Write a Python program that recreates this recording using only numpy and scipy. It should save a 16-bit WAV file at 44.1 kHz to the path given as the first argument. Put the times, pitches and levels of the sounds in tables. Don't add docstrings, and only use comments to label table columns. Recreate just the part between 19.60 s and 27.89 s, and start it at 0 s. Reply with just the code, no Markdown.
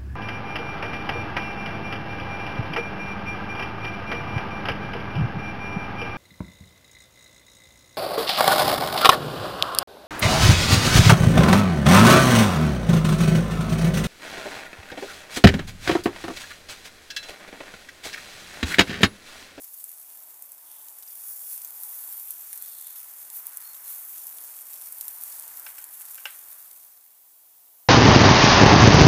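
import sys
import numpy as np
from scipy import signal
from scipy.fft import rfft, irfft, next_fast_len
from scipy.io import wavfile
from scipy.ndimage import uniform_filter1d, map_coordinates

SR = 44100
rng = np.random.default_rng(int(sys.argv[2]) if len(sys.argv) > 2 else 0)


def generate_wav(signal):
    frames = np.transpose(np.atleast_2d(signal))
    scaled = np.clip(frames, -1, 1) * 32767
    pcm = np.round(scaled).astype(np.int16)
    wavfile.write(sys.argv[1], SR, pcm)


N = 365456
DISSOLVE_S, DISSOLVE_LENGTH_S = 6.62, 1


def amp(db):
    return 10 ** (np.asarray(db) / 20)


def unit(x):
    return x / np.sqrt(np.mean(x ** 2) + 1e-20)


def curves(rows):
    times, *columns = np.transpose(rows)
    return [np.interp(np.arange(N) / SR, times, column) for column in columns]


def ramp(start, length):
    return np.clip((np.arange(N) / SR - start) / length, 0, 1)


def swell(peak, length):
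    return .5 ** np.minimum((2 * (np.arange(N) / SR - peak) / length) ** 2, 20)


def wobble(rate):
    return map_coordinates(rng.standard_normal(int(N * rate / SR) + 4), [np.arange(N) * rate / SR])


def filtered(x, response):
    size = next_fast_len(len(x) + 8192)
    return irfft(rfft(x, size) * response(np.fft.rfftfreq(size, 1 / SR)), size)[:len(x)]


def coloured(x, spectrum):
    points_hz, db = np.transpose(spectrum)
    return unit(filtered(x, lambda hz: amp(np.interp(np.log(hz + 1), np.log(points_hz), db))))


def narrow(size, centre_hz, width_hz):
    noise = rng.standard_normal(size)
    return unit(filtered(noise, lambda hz: 1 / (1 + (2 * (hz - centre_hz) / width_hz) ** 2)))


def band(x, low_hz, high_hz, order=2):
    y = signal.sosfilt(signal.butter(order, [low_hz, high_hz], "band", fs=SR, output="sos"), x)
    return y / np.abs(y).max()


def burst_at(x, db, opening_s):
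    return amp(db) * x / np.sqrt(np.mean(x[:int(opening_s * SR)] ** 2))


def add(track, s, sound):
    part = track[max(round(s * SR), 0):][:len(sound)]
    part += sound[:len(part)]


def traffic(roar_db=2.07, rush_db=-2, sway_db=1.1648, car_roar_db=-3.5, drone_db=-30.5):
    # (time [s], relative roar [dB], relative rush [dB])
    road = [(0, -67, -69), (.9, -66.5, -68.5), (1.7, -67, -66.5), (3, -67.5, -64), (5, -64.5, -62),
            (6.75, -65.5, -58.5), (7.45, -73.5, -74), (8.29, -73, -100.5)]
    # (closest at [s], length [s], relative rush [dB], tyre song [dB])
    cars = [(1.218, 0.34, -82.5, -68), (2.33, 0.61, -60.5, -65), (3.927, 0.956, -59.5, -72),
            (5.547, 0.8, -63.5, -68), (6.145, 0.518, -57.5, -72)]
    # (frequency [Hz], relative density [dB])
    roar_spectrum = [(20, -20.5), (45, -32.5), (80, -17.5), (140, -17.5), (240, -12.5), (310, -9),
                     (470, -8.5), (650, -1.5), (780, -0.5), (920, -1.5), (1100, -4), (1500, -11.5),
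                     (3000, -16)]
    # (frequency [Hz], relative density [dB])
    rush_spectrum = [(400, -43), (750, -9), (940, -4.5), (1150, -2.5), (1500, -3), (2100, -7), (3000, -16),
                     (5000, -23)]
    far_roar, far_rush = amp(curves(road))
    passes = [swell(s, length) for s, length, *_ in cars]
    car_rush, song = amp(np.array(cars)[:, 2:].T) @ passes
    low = np.hypot(far_roar, amp(car_roar_db) * song)
    bright = np.hypot(far_rush, car_rush)
    roar = low * amp(roar_db + sway_db * wobble(5)) * coloured(rng.standard_normal(N), roar_spectrum)
    rush = bright * amp(rush_db + sway_db * wobble(5.6)) * coloured(rng.standard_normal(N), rush_spectrum)
    tyres = song * narrow(N, centre_hz=916, width_hz=230)
    engines = bright * amp(drone_db) * narrow(N, centre_hz=52.6, width_hz=9.1)
    return roar + rush + tyres + engines


def steam_and_birds():
    # (start [s], length [s], pitch [Hz], width [Hz], level
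    # [dB])
    tones = [(1.038, 0.24, 3410, 1400, -66.5), (2.854, 0.596, 4250, 450, -65.5),
             (2.922, 0.573, 3595, 450, -65.5), (4.028, 0.038, 4322, 50, -58.5),
             (4.044, 0.1125, 4308, 70, -61.5), (4.24, 0.063, 4173, 80, -63.5),
             (4.305, .06, 4180, 100, -68.5), (7.68, 0.056, 7990, 80, -67)]
    track = np.zeros(N)
    for s, length, hz, width_hz, db in tones:
        size = int(length * SR)
        add(track, s, amp(db) * narrow(size, hz, width_hz) * signal.windows.tukey(size, .5))
    return track


def charcoal_clinks(t60=0.0325):
    # (time [s], lowest mode [Hz], relative level [dB])
    clinks = [(1.284, 6580, -41), (1.428, 3714, -54), (1.43, 4860, -48), (1.477, 4970, -43.5),
              (1.509, 4780, -48.5), (2.048, 6416, -37), (2.929, 1850, -49.5), (5.41, 4036, -46.5),
              (5.411, 5620, -41.5)]
    modes = [(1, -3), (1.15, -4.5), (1.23, -6.5), (1.52, -17)]  # (frequency ratio, level [dB])
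    track, t = np.zeros(N), np.arange(SR // 10) / SR
    for s, hz, db in clinks:
        ring = sum(amp(level) * np.sin(2 * np.pi * hz * ratio * t) for ratio, level in modes)
        add(track, s, amp(db - 60 * t / t60) * ring)
    return track


def knocks(ring_db=-9, crack_db=-14, crack_t60=0.0296, tick_db=-16, tick_t60=0.0114,
           tail_db=-25, tail_t60=0.287):
    # (time [s], strength [dB], middle modes' gain [dB], high modes' gain [dB])
    blows = [(6.0646, -21.5, -7.5, 4), (6.182, -28, -11, 5), (6.408, -36, -10, 1), (6.581, -28, -7, -4),
             (6.6548, -12, 0, -0.5)]
    # (frequency [Hz], relative level [dB], t60 [s])
    modes = [(569, -26, 0.081), (866.5, -19, 0.0665), (1171, -21.5, 0.0404), (1386, -16.5, 0.049),
             (1518, -11, 0.052), (1572.7, -13.5, 0.097), (2029, -23.5, 0.12), (2210, -23, 0.097),
             (2350, -13.5, 0.056), (2675, -14, .04), (2741, -1, 0.0348), (2839, -9.5, .04),
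             (2916, -10, 0.064), (4147, -27.5, 0.058), (5346, -22, 0.047), (5340, -19, 0.034),
             (6230, -24.5, 0.033)]
    track, t = np.zeros(N), np.arange(SR // 4) / SR
    attack, tail_rise = 1 - np.exp(-t / 0.000527), 1 - np.exp(-t / 0.007)
    for s, db, middle_db, high_db in blows:
        ring = np.zeros(len(t))
        for hz, mode_db, t60 in modes:
            spot_db = 0 if hz < 2550 else middle_db if hz < 3500 else high_db
            phase = .5 * rng.standard_normal()
            ring += amp(mode_db + spot_db - 60 * t / t60) * np.sin(2 * np.pi * hz * t + phase)
        crack, tick, tail = rng.standard_normal((3, len(t)))
        crack = amp(crack_db) * band(crack * amp(-60 * t / crack_t60), 793, 3750)
        tick = amp(tick_db) * band(tick * amp(-60 * t / tick_t60), 4760, 7230)
        tail = amp(tail_db) * band(tail * amp(-60 * t / tail_t60) * tail_rise, 1260, 3410)
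        add(track, s, amp(db) * (amp(ring_db) * ring + crack + tick + tail) * attack)
    return signal.sosfilt(signal.butter(2, 330, "high", fs=SR, output="sos"), track)


def fat_spits(snap_trim_db=1, spray_trim_db=-1, body_trim_db=-3, snap_t60=.0035, spray_t60=0.0356,
              body_t60=0.0101, small_count=20, small_db=(-44, -51.5, -61), small_spread_db=4):
    # (time [s], snap [dB],
    # spray [dB], body [dB])
    big_drops = [(0.1414, -35.5, -47.5, -65.5), (0.2415, -30.5, -43, -60.5), (0.2926, -35.5, -48.5, -62),
                 (0.8232, -35, -44.5, -67), (1.2848, -39, -51.5, -50.5), (1.4302, -47.5, -55, -52),
                 (1.9782, -34.5, -51.5, -49), (2.0479, -30.5, -51, -48.5), (2.235, -29, -43.5, -51),
                 (2.707, -26, -40.5, -50), (2.93, -29.5, -46, -45.5), (2.9757, -35, -40, -55),
                 (3.024, -30, -43.5, -55), (3.212, -37, -47.5, -62), (3.2694, -34.5, -49, -51),
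                 (3.701, -45, -43.5, -49.5), (3.8689, -26, -55.5, -60.5), (3.972, -28, -43, -53.5),
                 (4.146, -47.5, -55, -49), (4.6689, -33, -41, -58), (4.7848, -38.5, -52, -49),
                 (5.324, -31.5, -49, -61), (5.384, -34.5, -51, -58.5), (5.4103, -28, -39.5, -42),
                 (5.4812, -28, -37.5, -44), (5.612, -34.5, -53, -63), (5.6366, -28.5, -41.5, -51),
                 (5.7973, -32, -52, -57), (5.9972, -34, -50, -65), (6.2412, -35.5, -42.5, -50),
                 (6.9301, -39, -62, -67.5), (7.113, -44, -50.5, -52)]
    track, t = np.zeros(N), np.arange(SR // 20) / SR
    times = DISSOLVE_S * rng.random(small_count)
    levels = small_db + small_spread_db * rng.standard_normal((small_count, 3))
    for s, snap_db, spray_db, body_db in [*big_drops, *np.column_stack([times, levels])]:
        snap, spray, body = rng.standard_normal((3, len(t)))
        snap = band(snap * amp(-60 * t / snap_t60), 9800, 15600, order=3)
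        spray = band(spray * amp(-60 * t / spray_t60), 7880, 16700, order=3)
        body = band(body * amp(-60 * t / body_t60), 2510, 10850)
        add(track, s, burst_at(snap, snap_db + snap_trim_db, opening_s=0.00235))
        add(track, s, burst_at(spray, spray_db + spray_trim_db, opening_s=0.0233))
        add(track, s, burst_at(body, body_db + body_trim_db, opening_s=0.00737))
    return track


def echoed(x, delay_s, strength):
    return filtered(x, lambda hz: 1 - strength * np.exp(-2j * np.pi * hz * delay_s))


def patchy(x, depth_db):
    spectra = signal.stft(x, nperseg=256)[2]
    patches = rng.standard_normal(spectra.shape)
    for _ in range(2):
        patches = uniform_filter1d(uniform_filter1d(patches, size=4, axis=0), size=26, axis=1)
    return signal.istft(spectra * amp(depth_db * unit(patches)), nperseg=256)[1][:N]


def bubbling(burst_share, bursts_per_s=2000, spread_db=5.0, largest_db=20.0, clump_db=1.51,
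             puff_t60=.0016, scatter_db=-16, scatter_t60=.03):
    born = rng.random(N) < bursts_per_s / SR
    size_db = np.minimum(spread_db * rng.exponential(size=N), largest_db)
    sizes = amp(size_db + clump_db * wobble(90))
    t = np.arange(SR // 25) / SR
    burst_power = amp(-60 * t / puff_t60) ** 2 + amp(scatter_db - 60 * t / scatter_t60) ** 2
    power = np.abs(signal.fftconvolve(born * sizes ** 2, burst_power)[:N])
    return np.sqrt(burst_share * power / power.mean() + 1 - burst_share) * rng.standard_normal(N)


def sizzle(level_db=0.44, treble_db=0.77, flutter_db=0.87, burst_share=0.504,
           landing_s=1.474, dried_s=1.914, bowl_muffle=0.177, lid_muffle=0.878):
    # (time [s], relative level [dB])
    boil = [(0, -43), (0.45, -43.5), (0.65, -45.5), (1.03, -45.5), (1.12, -44.5), (1.45, -44.3),
            (1.6, -36.5), (2.12, -42.5), (3.05, -40), (3.5, -42), (4.15, -41), (4.75, -39.5), (5.1, -40),
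            (6.15, -44.5), (6.85, -42.5), (7.22, -45.5), (7.44, -50.5), (8.29, -50)]
    # (peak [s], length [s], lift [dB], treble [dB])
    flares = [(0.185, 0.1, 0, 2), (1.701, 0.081, 1.5, 4.5), (1.914, 0.165, 6, 3), (2.248, 0.16, 1.5, 2.5),
              (2.464, 0.44, 1.63, 4), (3.379, 0.041, 3.5, 2), (3.763, 0.061, 4, 5), (3.883, 0.026, 2, 1),
              (4.304, 0.0805, 4.5, 1.58), (4.491, 0.223, 0.5, 3), (5.255, 0.056, 1, 0),
              (5.433, 0.16, 1, 2.5), (5.776, 0.269, 5.5, -1.5), (5.979, 0.045, 4, 0.5),
              (6.082, 0.051, 5.5, 0), (6.201, 0.078, 6, -4.5), (6.341, 0.0275, 6, -0.5),
              (6.532, 0.13, 5, -2)]
    # (frequency [Hz], relative density [dB])
    open_spectrum = [(200, -45), (1000, -25), (2200, -20.5), (3200, -20), (4700, -18), (6000, -13.5),
                     (8000, -7.5), (10000, -3.5), (12500, -0.24), (14000, 0.5), (15500, -4)]
    # (frequency [Hz], relative density [dB])
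    sear_spectrum = [(200, -41), (2000, -25.5), (3800, -27.5), (5500, -16), (8200, -9.5), (9700, -3),
                     (10900, -0.5), (12000, -3), (13800, -3), (15500, -1)]
    # (frequency [Hz], relative density [dB])
    closed_spectrum = [(200, -30), (1500, -21), (3000, -19.5), (5000, -16.5), (8000, -11.5), (11000, -6),
                       (13500, -2), (15500, 0)]
    boil_db, = curves(boil)
    lift_db, fine_db = np.array(flares)[:, 2:].T @ [swell(s, length) for s, length, *_ in flares]
    dissolve = ramp(DISSOLVE_S, DISSOLVE_LENGTH_S)
    merge_db = 0.18 * lift_db + 1.08 * fine_db
    source = bubbling(np.clip(burst_share * amp(-merge_db) * (1 - dissolve ** 6), 0, 1))
    resting = coloured(echoed(source, delay_s=.00099, strength=.17), open_spectrum)
    searing = coloured(echoed(source, delay_s=.000977, strength=.3), sear_spectrum)
    fresh = ramp(landing_s, 0.18) * (1 - ramp(dried_s, 0.097))
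    uncovered = patchy((1 - fresh) * resting + fresh * searing, depth_db=1.0)
    treble = filtered(uncovered, lambda hz: 1 / (1 + (10500 / (hz + 1)) ** 8))
    uncovered += (amp(treble_db + fine_db) - 1) * treble
    muffle = bowl_muffle + (lid_muffle - bowl_muffle) * dissolve
    hiss = (1 - muffle) * uncovered + muffle * coloured(source, closed_spectrum)
    flicker_db = flutter_db * (1 - muffle) * wobble(25)
    return amp(boil_db + lift_db + level_db + flicker_db) * hiss


def scene():
    return (sizzle() + fat_spits() + charcoal_clinks() + steam_and_birds() + knocks() + traffic())[None]


def record(dry):
    limit_hz = 15520
    return filtered(dry[0], lambda hz: 1 / np.sqrt(1 + (hz / limit_hz) ** 900))[None]


dry = scene()
out = record(dry)
generate_wav(out)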